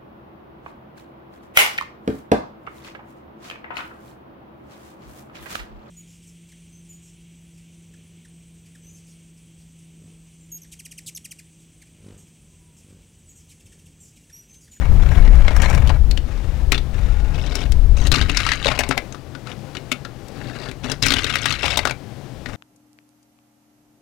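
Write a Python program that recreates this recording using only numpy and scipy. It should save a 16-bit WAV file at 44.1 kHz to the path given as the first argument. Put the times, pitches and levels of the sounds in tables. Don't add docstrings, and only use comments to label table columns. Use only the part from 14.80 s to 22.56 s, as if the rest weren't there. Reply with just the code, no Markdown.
import sys
import numpy as np
from scipy import signal
from scipy.fft import rfft, irfft
from scipy.io import wavfile
from scipy.ndimage import uniform_filter1d, minimum_filter1d

SR = 44100
rng = np.random.default_rng(int(sys.argv[2]) if len(sys.argv) > 2 else 0)


def put_to_file(sound):
    columns = np.atleast_2d(sound).T
    safe = np.clip(columns, -1, 1)
    whole_steps = np.round(safe * 32767)
    wavfile.write(sys.argv[1], SR, whole_steps.astype(np.int16))


N = 342216
TIME = np.arange(N) / SR
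RING = np.arange(SR // 14) / SR

# pitch in Hz, relative level in dB, time to fade by 60 dB in seconds.
SHELL_MODES = [(1235, 2, 0.017), (1462, 0, 0.024), (1580, -5, 0.026), (1864, -4.5, 0.016),
               (1945, -5.5, 0.021), (2190, -3, 0.03), (2590, -9.5, 0.058), (2783, 2, 0.018),
               (3150, -16, 0.033), (3640, -6.5, 0.029), (3936, 0, 0.024), (4540, -8.5, 0.032),
               (4980, -16, 0.034), (5230, -34, 0.0083)]
EDGE_MODES = [(5570, 17, 0.038), (6420, 12.5, 0.023), (6880, 14.5, 0.025), (7240, -6, 0.014),
              (8800, -11, 0.044), (9370, -54.5, 0.004), (11500, -60.5, 0.0053), (13300, -12, .01),
              (15000, 1, 0.0093)]
BOARD_MODES = [(495, -7.5, 0.024), (577, -1.5, 0.037), (690, -3, 0.028), (813, 1.5, 0.019),
               (910, -4, 0.017), (1043, -1.5, 0.021)]
TABLE_MODES = [(130, -0.5, 0.089), (219, -11.5, 0.034), (256.4, 1.5, 0.11), (312, -3, 0.034),
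               (383, -4, 0.073), (469, -8, 0.049)]


def amp(db):
    return 10 ** (np.asarray(db) / 20)


def unit(x):
    return x / np.sqrt(np.mean(x ** 2) + 1e-20)


def blow(x):
    return x / np.sqrt(np.mean(x[:SR // 100] ** 2))


def add(mix, s, sound):
    part = mix[max(round(s * SR), 0):][:len(sound)]
    part += sound[:len(part)]


def noise(points):
    hz, db = np.transpose(points)
    bins = np.fft.rfftfreq(N, 1 / SR)
    shape = amp(np.interp(np.log(bins + 1), np.log(hz), db))
    shaped = irfft(rfft(rng.standard_normal(N)) * shape, N)
    return signal.hilbert(unit(shaped))


def drift(rate):
    points = rng.standard_normal(N // 20)
    return unit(np.interp(TIME * rate, np.arange(N // 20), points))


def strike(modes, vary_db, scatter):
    hz, db, t60 = np.transpose(modes)
    weight, detune, start = rng.standard_normal((3, len(hz)))
    hz = hz * (1 + scatter * detune)
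    fade = amp((db + vary_db * weight)[:, None] - 60 * RING / t60[:, None])
    rings = fade * np.sin(2 * np.pi * hz[:, None] * RING)
    ring = np.sign(start) @ rings * (1 - np.exp(-RING / 0.00057))
    return blow(ring)


def crack(lo_hz, hi_hz, decay):
    burst = rng.standard_normal(len(RING)) * np.exp(-RING / decay) * (1 - np.exp(-RING / 0.0004))
    band = signal.butter(2, [lo_hz, min(hi_hz, SR * 0.45)], "band", fs=SR, output="sos")
    return blow(signal.sosfilt(band, burst))


def contact(centre_hz, range_octaves, shell_share, t60=0.021):
    hz = np.clip(centre_hz * 2 ** (range_octaves * rng.standard_normal()), 1200, 6500)
    own = strike([(hz, 0, t60)], vary_db=0, scatter=0)
    own += 0.55 * crack(lo_hz=hz / 1.62, hi_hz=hz * 1.34, decay=0.0026)
    shell = own + shell_share * strike(SHELL_MODES, vary_db=10.5, scatter=0.0079)
    edge = strike(EDGE_MODES, vary_db=5, scatter=0.03)
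    edge += 0.93 * crack(lo_hz=4700, hi_hz=9260, decay=0.0016)
    board = strike(BOARD_MODES, vary_db=3.0, scatter=0.019)
    table = strike(TABLE_MODES, vary_db=7.0, scatter=0.071)
    return np.array([shell, edge, board, table])


def wood_at(s):
    # tips onto the ramp, reaches its foot, comes to rest, all in seconds.
    descents = [(-0.3, -0.053, 1.22), (3.546, 3.852, 4.24), (6.47, 6.828, 7.16)]
    # board level in dB, table thump in dB, both relative.
    wood_levels = [(-15.5, -10), (-18.5, -20), (-5.5, -15)]
    place = sum((s >= ramp) * (s < rest) * (1 + (s >= foot)) for ramp, foot, rest in descents)
    return np.array(wood_levels)[place].T


def motion(curve):
    s, db = np.transpose(curve)
    ends = np.clip(np.minimum(TIME - s[0], s[-1] - TIME) / 0.02, 0, 1)
    return ends * amp(np.interp(TIME, s, db))


def rattle(moves, per_s, spread_db, clump_db, parts_db, centre_hz, range_octaves, shell_share, count=60):
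    # change in dB per dB of rattle for shell, hard edge, board, table.
    force_tilt = (0, 0.25, -0.34, -0.48)
    size_db = spread_db * np.minimum(rng.exponential(1, N), 2.5)
    size = amp(size_db + clump_db * drift(rate=90))
    clicks = size * (rng.random(N) < per_s / SR) * rng.choice([-1, 1], N)
    places = []
    for _ in range(count):
        share = amp(2.1 * rng.standard_normal((4, 1)))
        places.append(contact(centre_hz, range_octaves, shell_share) * share)
    place = rng.integers(0, count, N)
    out = np.zeros(N)
    for move in moves:
        s, db = np.transpose(move)
        span = slice(max(int((s[0] - 0.01) * SR), 0), min(int((s[-1] + 0.015) * SR), N))
        t, level = TIME[span], motion(move)[span]
        force = np.interp(t, s, db - db.mean())
        parts = np.zeros((4, len(t) + len(RING)))
        for at in np.flatnonzero(clicks[span]):
            parts[:, at:at + len(RING)] += clicks[span][at] * places[place[span][at]]
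        answers = [0, 0, *wood_at(t)]
        for sound, wood_db, part_db, tilt in zip(parts[:, :len(t)], answers, parts_db, force_tilt):
            power = abs(uniform_filter1d(sound ** 2, size=2200))
            even = sound / np.sqrt(power + 1e-6)
            out[span] += even * level * amp(wood_db + part_db + tilt * force)
    return out


def rolling():
    # time in seconds, relative level in dB.
    truck_run = [(0.0, -35.5), (0.14, -50), (0.23, -39.5), (0.36, -36), (0.5, -41.5), (0.78, -35.5),
                 (0.84, -29.5), (0.96, -32), (1.04, -41.5), (1.19, -43)]
    # time in seconds, relative level in dB.
    red_run = [(3.315, -15.5), (3.39, -26), (3.46, -35), (3.6, -25.5), (3.7, -30), (3.81, -35),
               (3.88, -23.5), (4.05, -40), (4.22, -48)]
    # time in seconds, relative level in dB.
    blue_run = [(6.219, -19.5), (6.41, -30), (6.51, -25), (6.61, -31), (6.72, -22.5), (6.79, -35),
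                (6.86, -21.5), (6.94, -26), (7.02, -38.5), (7.14, -42)]
    # pitch in Hz, relative level in dB per Hz.
    rumble_spectrum = [(18, -22), (40, -9.5), (85, 4), (125, -4.5), (180, -11), (260, -16), (500, -29),
                       (2000, -60)]
    rumble_db = -9
    truck_weight_db = 14.5
    truck = rattle([truck_run], per_s=1500, spread_db=3, clump_db=5.0, parts_db=(0, -16, 5.5, 10),
                   centre_hz=1803, range_octaves=0.48, shell_share=0.2)
    red = rattle([red_run], per_s=420, spread_db=4.5, clump_db=3.5, parts_db=(-1.5, -17, 1.5, 5.5),
                 centre_hz=2500, range_octaves=0.564, shell_share=0.84, count=40)
    blue = rattle([blue_run], per_s=450, spread_db=4, clump_db=3.0, parts_db=(-1, -17, -3.5, -2.5),
                  centre_hz=2746, range_octaves=0.528, shell_share=1.0, count=40)
    weight = amp(truck_weight_db) * motion(truck_run) + motion(red_run) + motion(blue_run)
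    rumble = amp(rumble_db) * weight * noise(rumble_spectrum).real
    return truck + red + blue + rumble


def wind(steadiness, lull_db):
    # time in seconds, relative level in dB.
    breeze = [(0.0, -17), (0.12, -9.5), (1.2, -12.5), (1.54, -25.5), (1.85, -18.5), (2.14, -25),
              (2.21, -15), (2.8, -26), (2.93, -13), (3.22, -12.5), (3.78, -32.5), (4.1, -31.5), (4.4, -51),
              (5.8, -47.5), (6.33, -31.5), (6.6, -48), (7.05, -38.5), (7.35, -57), (7.7, -38.5)]
    # pitch in Hz, relative level in dB per Hz.
    buffet_spectrum = [(8, -11), (18, -6), (30, -2), (48, -1.5), (70, -6.5), (100, -33), (200, -68),
                       (500, -85.5)]
    # pitch in Hz, relative level in dB per Hz.
    flutter_spectrum = [(40, -9), (80, 5), (120, -3), (170, -8.5), (250, -18.5), (400, -25.5), (800, -32.5),
                        (2000, -43.5), (8000, -56.5)]
    flutter_db, flutter_slope = -15, 0.66
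    strength = np.interp(TIME, *np.transpose(breeze))
    raw = noise(buffet_spectrum)
    steady = unit(raw.real / (abs(raw) ** 2 + 0.6) ** (steadiness / 2))
    eddies = steady * amp(strength + 1.2 * drift(rate=9))
    flutter_level = flutter_db + flutter_slope * strength + lull_db * drift(rate=14)
    ripples = noise(flutter_spectrum).real * amp(flutter_level)
    return eddies * amp([[4.8], [-11.8]]) + ripples * amp([[5], [-14]])


def outdoors():
    # pitch in Hz, relative level in dB per Hz.
    wash_spectrum = [(24, -49), (40, -24), (104, -11), (118, -1), (140, -11), (204, -12.5), (354, -15),
                     (392, -18), (455, -18), (503, -17), (715, -22.5), (790, -20.5), (918, -27),
                     (4930, -38), (16000, -53.5)]
    wash_db, hum_db = -39, -46
    hum_hz = 139.3
    turns = np.cumsum(hum_hz * (1 + 0.01977 * drift(rate=9))) / SR
    hum = unit(np.sin(2 * np.pi * turns) * amp(3 * drift(rate=8)))
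    wash = noise(wash_spectrum).real * amp(1.04 * drift(rate=4.5))
    return amp(wash_db) * wash + amp(hum_db) * hum


def knock(hz, edge, board, thump):
    shell_db = 0.38
    shell = amp(-8) * strike(SHELL_MODES, vary_db=5.5, scatter=0.0063)
    shell += amp(-6.0) * crack(lo_hz=1460, hi_hz=4720, decay=0.0048)
    main = amp(-5) * strike([(hz, 0, 0.022)], vary_db=0, scatter=0)
    main += amp(-4.5) * crack(lo_hz=hz / 1.255, hi_hz=hz * 1.195, decay=0.0033)
    tick = amp(-7) * strike(EDGE_MODES, vary_db=5, scatter=0.012)
    tick += amp(-3) * crack(lo_hz=4670, hi_hz=9700, decay=0.0024)
    tick += amp(-14.5) * crack(lo_hz=11500, hi_hz=16600, decay=0.0017)
    plank = strike(BOARD_MODES, vary_db=2.5, scatter=0.0083)
    if hz > EDGE_MODES[1][0]:
        tick += main
    elif hz < BOARD_MODES[-1][0]:
        plank = blow(plank + 2 * main)
        shell_db, board = -10.5, 0.5
    else:
        shell += main
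    table = strike(TABLE_MODES, vary_db=3.5, scatter=0.03)
    return amp(shell_db) * blow(shell) + amp(edge) * tick + amp(board) * plank + amp(thump) * table


def knocks(graze_db=-19, graze_s=0.0027):
    # start in seconds, relative level in dB,
    # pitch that stands out in Hz, relative level of the hard edge in dB.
    knock_list = [(0.3712, -40, 1780, -30), (0.423, -39, 2040, -29), (0.476, -36, 1920, -30),
                  (0.554, -41, 1880, -6.5), (0.6806, -23.5, 2140, -30), (0.7069, -28, 600, -30),
                  (0.7644, -31, 1660, -3), (0.819, -27.5, 2800, -1.5), (0.833, -27, 1610, -25),
                  (0.8996, -28, 830, -5.5), (0.948, -33.5, 2400, -2), (1.0733, -34.5, 3060, -6),
                  (1.0932, -29.5, 1790, -34), (1.1002, -24, 870, -32), (1.3112, -30, 4355, -5.5),
                  (1.3743, -28.5, 2960, -14), (1.9196, -16.5, 2385, -6.5), (1.9273, -23, 1370, -16),
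                  (1.945, -24, 3480, -33), (1.9786, -28, 3550, -31), (2.7536, -26.5, 5300, -4.5),
                  (2.8182, -40, 2500, -28), (2.92, -34, 4740, -0.5), (3.27, -27.5, 3880, -3.5),
                  (3.3167, -15.5, 4040, -7.5), (3.3577, -21.5, 4020, -16), (3.4129, -21, 3710, -26),
                  (3.4966, -21, 2640, -16), (3.571, -14.5, 5260, -20), (3.602, -23.5, 2190, -20),
                  (3.665, -20.5, 1310, -21), (3.689, -19.5, 1870, -25), (3.7172, -17.5, 1950, -26),
                  (3.7336, -25, 1820, -28), (3.8458, -23, 2690, -32), (3.859, -20, 564, -32),
                  (3.868, -19.5, 3680, -30), (3.8856, -22, 2240, -31), (3.9154, -26.5, 1340, -30),
                  (3.99, -17, 2545, -4.5), (4.006, -23, 1720, -14), (4.0354, -26.5, 2260, -29),
                  (4.089, -36.5, 8600, 3), (4.1095, -19.5, 1360, -28), (4.1233, -28.5, 2200, -29),
                  (4.171, -31, 810, -25), (4.177, -20.5, 2060, -13), (4.3241, -39, 6300, -16),
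                  (4.346, -37.5, 1240, -19), (4.55, -36, 1430, -30), (4.6701, -36, 1360, -34),
                  (4.7159, -37.5, 2860, -24), (4.9503, -34, 1340, -33), (4.9683, -31.5, 2900, -30),
                  (5.1166, -20.5, 2680, -9), (5.2492, -33, 1390, -30), (5.4827, -54, 4520, 6.5),
                  (5.887, -38.5, 3500, -14), (5.9133, -38, 2370, -8), (6.0436, -33.5, 2850, -9),
                  (6.117, -25.5, 5040, -5.5), (6.225, -17.5, 5000, -8.5), (6.265, -17, 2390, -3.5),
                  (6.2831, -22, 5070, -18), (6.3049, -19, 3690, -11), (6.3201, -20, 3760, -10),
                  (6.3376, -18.5, 3450, -10), (6.3667, -23.5, 2950, -24), (6.3846, -22.5, 2980, -29),
                  (6.443, -21.5, 3790, -10), (6.555, -18.5, 1860, -12), (6.6565, -18, 1660, -9.5),
                  (6.724, -24.5, 4150, -11), (6.831, -23.5, 2750, -28), (6.8409, -27, 810, -25),
                  (6.8613, -24.5, 2300, -12), (6.9729, -17.5, 3740, -2.5), (6.9901, -20, 2060, -27),
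                  (7.0525, -18.5, 1491, -12), (7.0723, -22, 1360, -14), (7.0954, -27.5, 1440, -25),
                  (7.109, -25.5, 2320, -10.5), (7.6588, -30.5, 2000, -37)]
    rebound_s, rebound_db, rebound_spread_db = 0.0072, -13.5, 4
    firm_db, soft_thump = -14.5, 0.24
    out = np.zeros(N)
    for s, db, hz, edge in knock_list:
        board, thump = wood_at(s)
        thump += soft_thump * (firm_db - db)
        early, late, strength = rng.standard_normal(3)
        light = knock(hz, edge, board, thump)
        add(out, s - graze_s * np.exp(0.3 * early), amp(db + graze_db) * light)
        add(out, s, amp(db) * knock(hz, edge, board, thump))
        back_db = db + rebound_db + rebound_spread_db * strength
        add(out, s + rebound_s * np.exp(0.15 * late), amp(back_db) * light)
    return out


def thuds():
    # start in seconds, relative level in dB.
    thud_list = [(0.476, -26), (3.3667, -26), (4.09, -23), (4.968, -30.5), (5.117, -28), (5.8868, -29),
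                 (6.0436, -30.5), (7.0722, -29)]
    out = np.zeros(N)
    for s, db in thud_list:
        add(out, s, amp(db) * strike(TABLE_MODES, vary_db=2, scatter=0.027))
    return out


def handling():
    # start in seconds, end in seconds, relative level at the start in dB.
    slides = [(1.45, 1.847, -45.5), (2.122, 2.558, -42.5), (4.653, 4.746, -40), (7.672, 7.79, -40.5)]
    fade_db = 5
    moves = [[(start, db), (end, db - fade_db)] for start, end, db in slides]
    return rattle(moves, per_s=1500, spread_db=-0.5, clump_db=3.5, parts_db=(-1.1, -12.5, 11, 7.5),
                  centre_hz=1933, range_octaves=0.6, shell_share=0.75)


def whine(waver=0.0046):
    # start in seconds, end in seconds.
    whine_span = (2.11, 2.7)
    # pitch in Hz, relative level in dB.
    partials = [(851, -50.5), (1437, -51.5), (1895, -61)]
    start, end = whine_span
    swell = np.sin(np.pi * np.clip((TIME - start) / (end - start), 0, 1))
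    turns = np.cumsum(1 + waver * drift(rate=60)) / SR
    tone = sum(np.sqrt(2) * amp(db) * np.sin(2 * np.pi * hz * turns) for hz, db in partials)
    return swell * tone


def winding():
    # start in seconds, end in seconds,
    # relative level at the end in dB, middle pitch of its gears in Hz.
    windings = [(2.525, 2.871, -35.5, 3420), (3.148, 3.294, -34, 3420), (5.55, 5.909, -39, 2080),
                (6.023, 6.148, -31.5, 2400)]
    growth_db = 7
    out = np.zeros(N)
    for start, end, db, hz in windings:
        move = [(start, db - growth_db), (end, db)]
        out += rattle([move], per_s=450, spread_db=3.0, clump_db=2.5, parts_db=(1, -14, 12, 10.5),
                      centre_hz=hz, range_octaves=0.56, shell_share=0.98, count=30)
    return out


def terrace(x, wet_db=-15, low_t60=0.16, high_t60=0.18):
    t = np.arange(SR // 2) / SR
    taps = rng.standard_normal(len(t)) * (rng.random(len(t)) < 0.08) * (t > 0.005)
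    low = signal.sosfilt(signal.butter(2, 4000, fs=SR, output="sos"), taps)
    tail = low * amp(-60 * t / low_t60) + 0.75 * taps * amp(-60 * t / high_t60)
    return x + amp(wet_db) * signal.oaconvolve(x, tail / np.linalg.norm(tail))[:N]


def scene():
    cars = rolling() + knocks() + thuds() + handling() + winding()
    sound = terrace(cars) + outdoors() + whine()
    hiss = amp(-72) * rng.standard_normal((2, N))
    return sound * amp([[5.1], [-14.5]]) + wind(steadiness=0.26, lull_db=2.5) + hiss


def record(dry, ceiling=1.0):
    room = np.minimum(1, ceiling / (abs(dry) + 1e-9))
    gain = uniform_filter1d(minimum_filter1d(room, size=89, axis=1), size=89, axis=1)
    lowpass = signal.firwin(401, 16000, window=("kaiser", 8), fs=SR)
    return signal.oaconvolve(dry * gain, lowpass[None], "same", axes=1)


dry = scene()
out = record(dry)
put_to_file(out)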